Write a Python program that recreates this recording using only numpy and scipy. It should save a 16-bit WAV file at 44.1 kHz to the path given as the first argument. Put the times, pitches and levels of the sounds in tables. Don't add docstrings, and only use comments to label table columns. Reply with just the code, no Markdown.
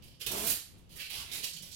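import sys
import numpy as np
from scipy import signal
from scipy.fft import rfft, irfft, next_fast_len
from scipy.io import wavfile
from scipy.ndimage import map_coordinates

SR = 44100
rng = np.random.default_rng(int(sys.argv[2]) if len(sys.argv) > 2 else 0)


def linear_from_db(decibels):
    return 10 ** (np.asarray(decibels, float) / 20)


def dump_mix(stems):
    frames = np.atleast_2d(stems).T
    limited = np.clip(frames, -1, 1)
    pcm = np.round(limited * 32767).astype(np.int16)
    wavfile.write(sys.argv[1], SR, pcm)


N = 77175


def unit(x):
    return x / np.sqrt(np.mean(x ** 2) + 1e-20)


def along(points, hz):
    f, v = np.transpose(points)
    return np.interp(np.log(hz + 1), np.log(f + 1), v)


def wobble(rate_hz):
    return map_coordinates(rng.standard_normal(N // 20), [np.arange(N) * rate_hz / SR])


def grid():
    size = next_fast_len(N + SR // 4)
    return size, np.fft.rfftfreq(size, 1 / SR)


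def filtered(x, response):
    size, hz = grid()
    return irfft(rfft(x, size) * response(hz), size)[..., :N]


def resonance(f, centre_hz, width_hz):
    return 1j * f * width_hz / (centre_hz ** 2 - f * f + 1j * f * width_hz)


def arch(t, start_s, length_s):
    return np.sin(np.pi * np.clip((t - start_s) / length_s, 0, 1))


def hum():
    # (frequency [Hz], level per Hz [dB])
    colour = [(25, -3.5), (80, 1.5), (300, -12.5), (1030, -25.5), (1570, -30), (2900, -25.5), (7000, -39),
              (14000, -52)]
    # (frequency [Hz], correlation [0-1])
    likeness = [(40, 0.31), (150, 0.35), (600, 0.18), (2000, 0.086)]
    level_db, sway_db, sway_hz = -58, 2.5, 9.33
    drone_hz, drone_width_hz, drone_db = 160, 4.7, 0

    def mid_side(hz):
        drone = linear_from_db(drone_db) * np.abs(resonance(hz, drone_hz, drone_width_hz))
        angle = np.arccos(np.clip(along(likeness, hz), -1, 1)) / 2
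        return linear_from_db(along(colour, hz)) * (1 + drone) * [np.cos(angle), np.sin(angle)]

    pair = rng.standard_normal((2, N)) * linear_from_db(sway_db * wobble(sway_hz))
    mid, side = filtered(pair, mid_side)
    return linear_from_db(level_db) * unit(np.array([mid + side, mid - side]))


def slips(rate_per_s, spread_db):
    happens = rng.random(N) < rate_per_s / SR
    size = rng.exponential(size=N)
    sign = rng.choice([-1, 1], size=N)
    return unit(happens * sign * linear_from_db(spread_db * np.minimum(size, 3)))


def snap_shape(after_s, level_db, t60_s):
    rise_s, hold_s = 0.002, 0.011
    creep_db, creep_t60_s = -22, 0.03
    creep = linear_from_db(creep_db - 60 * np.abs(after_s) / creep_t60_s)
    rise = np.maximum(np.clip(after_s / rise_s, 0, 1), creep)
    return linear_from_db(level_db - 60 * np.maximum(after_s - hold_s, 0) / t60_s) * rise


def tape():
    # (time [s], level [dB], strip ring over hiss [dB], strip ring [Hz], t60 [s])
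    snaps = [(0.021, -64.5, 5, 2900, 0.11), (0.033, -64, -10, 3020, 0.18), (0.071, -73, 6, 3000, 0.15),
             (0.109, -82, 15.5, 3000, 0.27), (.2625, -35, -1, 2960, 0.047), (0.314, -37, -8.5, 3180, 0.018),
             (.372, -47.5, -28, 3650, 0.032), (0.465, -35.5, 2, 11500, 0.054),
             (0.498, -41.5, 5, 13300, 0.053), (0.891, -65, -2, 2900, 0.24),
             (1.096, -46.5, 3.5, 2500, 0.038), (1.314, -47.5, 2, 3400, 0.072),
             (1.331, -46.5, -5, 4640, 0.16), (1.531, -52, 6, 4280, 0.047), (1.562, -52, 4.5, 3070, 0.038),
             (1.621, -48, -2, 3350, 0.068), (1.713, -54, -1.5, 3240, 0.038)]
    # (start [s], length [s], level [dB], strip ring over hiss [dB], strip ring [Hz])
    drags = [(0.189, 0.089, -69.5, 7, 1430), (.192, 0.035, -52, 0.5, 2870), (0.207, 0.025, -46, 1, 3130),
             (0.946, .04, -51.5, -14, 3000), (1.425, 0.039, -42, 0, 4710), (0.947, 0.095, -59.5, 4.5, 1930),
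             (0.292, 0.21, -41.5, -8.5, 3250), (0.422, 0.065, -41, -15, 4120),
             (.465, 0.075, -35.5, -7.5, 4360), (0.765, 0.044, -67.5, -19, 3020),
             (0.896, 0.066, -63.5, 3, 2940), (.975, .07, -51.5, 9, 2700), (1.024, 0.064, -56.5, 6.5, 2720),
             (1.098, 0.083, -47.5, 3.5, 2920), (1.082, 0.21, -71.5, 10, 900), (1.137, .11, -48.5, 1, 3100),
             (1.218, 0.21, -58.5, 7.5, 2400), (1.281, 0.19, -83.5, 5.5, 505),
             (1.331, 0.099, -51.5, -2.5, 2860), (1.417, 0.046, -50.5, 9, 2700),
             (1.465, 0.042, -51, -7, 4640), (1.64, .08, -57.5, -1.5, 3200),
             (1.699, 0.088, -72.5, 21.5, 4300)]
    # (frequency [Hz], level per Hz [dB])
    hiss_colour = [(500, 0), (900, -9.5), (1500, -3.5), (2600, 0.5), (5000, 0), (7000, 1), (11500, 4.5),
                   (15800, -2)]
    slips_per_s, spread_db, clump_db, clumps_per_s = 16000, 2, 1.6, 600
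    ring_trim_db, ring_sharpness, overtone_ratio, overtone_db = -0.5, 3, 1.6, -4.5
    drag_power = 1.73

    t = np.arange(N) / SR
    size, hz = grid()
    glue = unit(slips(slips_per_s, spread_db) * linear_from_db(clump_db * wobble(clumps_per_s)))
    hiss = unit(linear_from_db(along(hiss_colour, hz)))

    shapes = []
    for start_s, level_db, ring_db, ring_hz, t60_s in snaps:
        shapes.append((snap_shape(t - start_s, level_db, t60_s), ring_db, ring_hz))
    for start_s, length_s, level_db, ring_db, ring_hz in drags:
        swell = arch(t, start_s, length_s).clip(0) ** drag_power
        shapes.append((linear_from_db(level_db) * swell, ring_db, ring_hz))

    def ring_power(centre_hz):
        return np.abs(resonance(hz, centre_hz, centre_hz / ring_sharpness)) ** 2

    total = 0
    for shape, ring_db, ring_hz in shapes:
        ring = unit(ring_power(ring_hz) + linear_from_db(overtone_db) * ring_power(overtone_ratio * ring_hz))
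        total = total + rfft(glue * shape, size) * np.hypot(hiss, linear_from_db(ring_db + ring_trim_db) * ring)
    return irfft(total, size)[:N]


def answers(count):
    # (frequency [Hz], t60 [s])
    decay = [(150, 0.14), (1000, 0.35), (4000, 0.46), (9000, 0.38), (13000, 0.33), (16000, 0.21)]
    alike_below_hz, gap_s = 740, 0.002
    hz, t, z = signal.stft(rng.standard_normal((2, count, SR // 2)), SR, nperseg=256)
    alike = 1 / (1 + (hz[:, None] / alike_below_hz) ** 2)
    z[0] = alike * z[1] + np.sqrt(1 - alike ** 2) * z[0]
    tails = signal.istft(z * linear_from_db(-60 * t / along(decay, hz)[:, None]), SR, nperseg=256)[1]
    tails = tails * np.clip(np.arange(tails.shape[-1]) / SR / gap_s, 0, 1) ** 2
    return tails / np.linalg.norm(tails, axis=-1, keepdims=True)


def room(x, wet_db, left_db):
    shift_s, count, left_lead_s = 0.04, 12, 0.00032
    place = (np.arange(N) / SR / shift_s - np.arange(count)[:, None] + 1) % count - 1
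    pieces = x * np.cos(np.pi / 2 * np.clip(place, -1, 1))
    wet = signal.fftconvolve(pieces[None], answers(count), axes=2).sum(axis=1)[:, :N]

    def to_ports(f):
        return [linear_from_db(left_db) * np.ones(len(f)), np.exp(-2j * np.pi * f * left_lead_s)]

    return filtered(x, to_ports) + linear_from_db(wet_db) * wet


def shuffles():
    # (start [s], length [s], level [dB], board resonance [Hz])
    shifts = [
        (0.233, 0.22, -53.5, 55),
        (.26, 0.085, -52, 122),
        (0.655, 0.12, -65, 85),
        (.76, 0.21, -68.5, 160),
        (1.13, 0.14, -60, 53.4),
        (1.516, 0.19, -57.5, 160),
    ]
    sharpness = 3.2
    t = np.arange(N) / SR

    def board(centre_hz):
        noise = rng.standard_normal(N)
        return unit(filtered(noise, lambda f: resonance(f, centre_hz, centre_hz / sharpness) ** 2))

    return sum(linear_from_db(level_db) * arch(t, start_s, length_s) * board(board_hz)
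               for start_s, length_s, level_db, board_hz in shifts)


def panel():
    # (time [s], level [dB], stick-slip rate [Hz])
    drumming = [(.28, -57.5, 189.3), (0.316, -45, 195.4), (0.344, -41.5, 199.4), (.42, -42.5, 199.6),
                (0.471, -48, 238.7), (0.514, -47.5, 276), (0.559, -71, 290.7), (1.079, -93, 299.9),
                (1.14, -61.5, 301.8), (1.26, -66.5, 261.6), (1.36, -61.5, 245), (1.46, -65.5, 244),
                (1.52, -92, 250)]
    # (frequency [Hz], width [Hz], level [dB])
    modes = [(60.4, 26, -7), (119, 29, -4.5), (195.4, 34, -1), (292, 89, -1), (409, 93, -3.5),
             (652, 92, -1), (900, 1300, -9.5)]
    slips_per_s, spread_db, steady_db = 1500, 3, -3.5
    rate_wander, wander_hz, strength_hz = 0.06, 40, 150

    def body(f):
        return sum((-1) ** k * linear_from_db(level_db) * resonance(f, centre_hz, width_hz)
                   for k, (centre_hz, width_hz, level_db) in enumerate(modes))

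    time_s, level_db, rate_hz = np.transpose(drumming)
    t = np.arange(N) / SR
    turns = np.cumsum(np.interp(t, time_s, rate_hz) * (1 + rate_wander * wobble(wander_hz))) / SR
    ticks = np.diff(np.floor(turns), prepend=0)
    steady = unit(ticks * linear_from_db(spread_db * wobble(strength_hz)))
    force = slips(slips_per_s, spread_db) + linear_from_db(steady_db) * steady
    return linear_from_db(np.interp(t, time_s, level_db, -120, -120)) * unit(filtered(force, body))


def scene():
    torn = room(tape(), wet_db=1, left_db=-16)
    drummed = room(panel(), wet_db=-2.5, left_db=0.5)
    return hum() + torn + shuffles() + drummed


def band_limit(x):
    return signal.sosfilt(signal.butter(12, 16650, fs=SR, output="sos"), x)


def record(dry):
    # (frequency [Hz], left over right [dB])
    port_tilt = [(30, 2), (90, 4), (180, 0), (380, -4), (700, 1), (1400, 1), (2800, -4), (15000, -10)]
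    top_hz = 16115

    def colour(hz):
        return linear_from_db(along(port_tilt, hz) / 2 * np.array([[1], [-1]])) * (hz < top_hz)

    return band_limit(filtered(dry, colour))


dry = scene()
out = record(dry)
dump_mix(out)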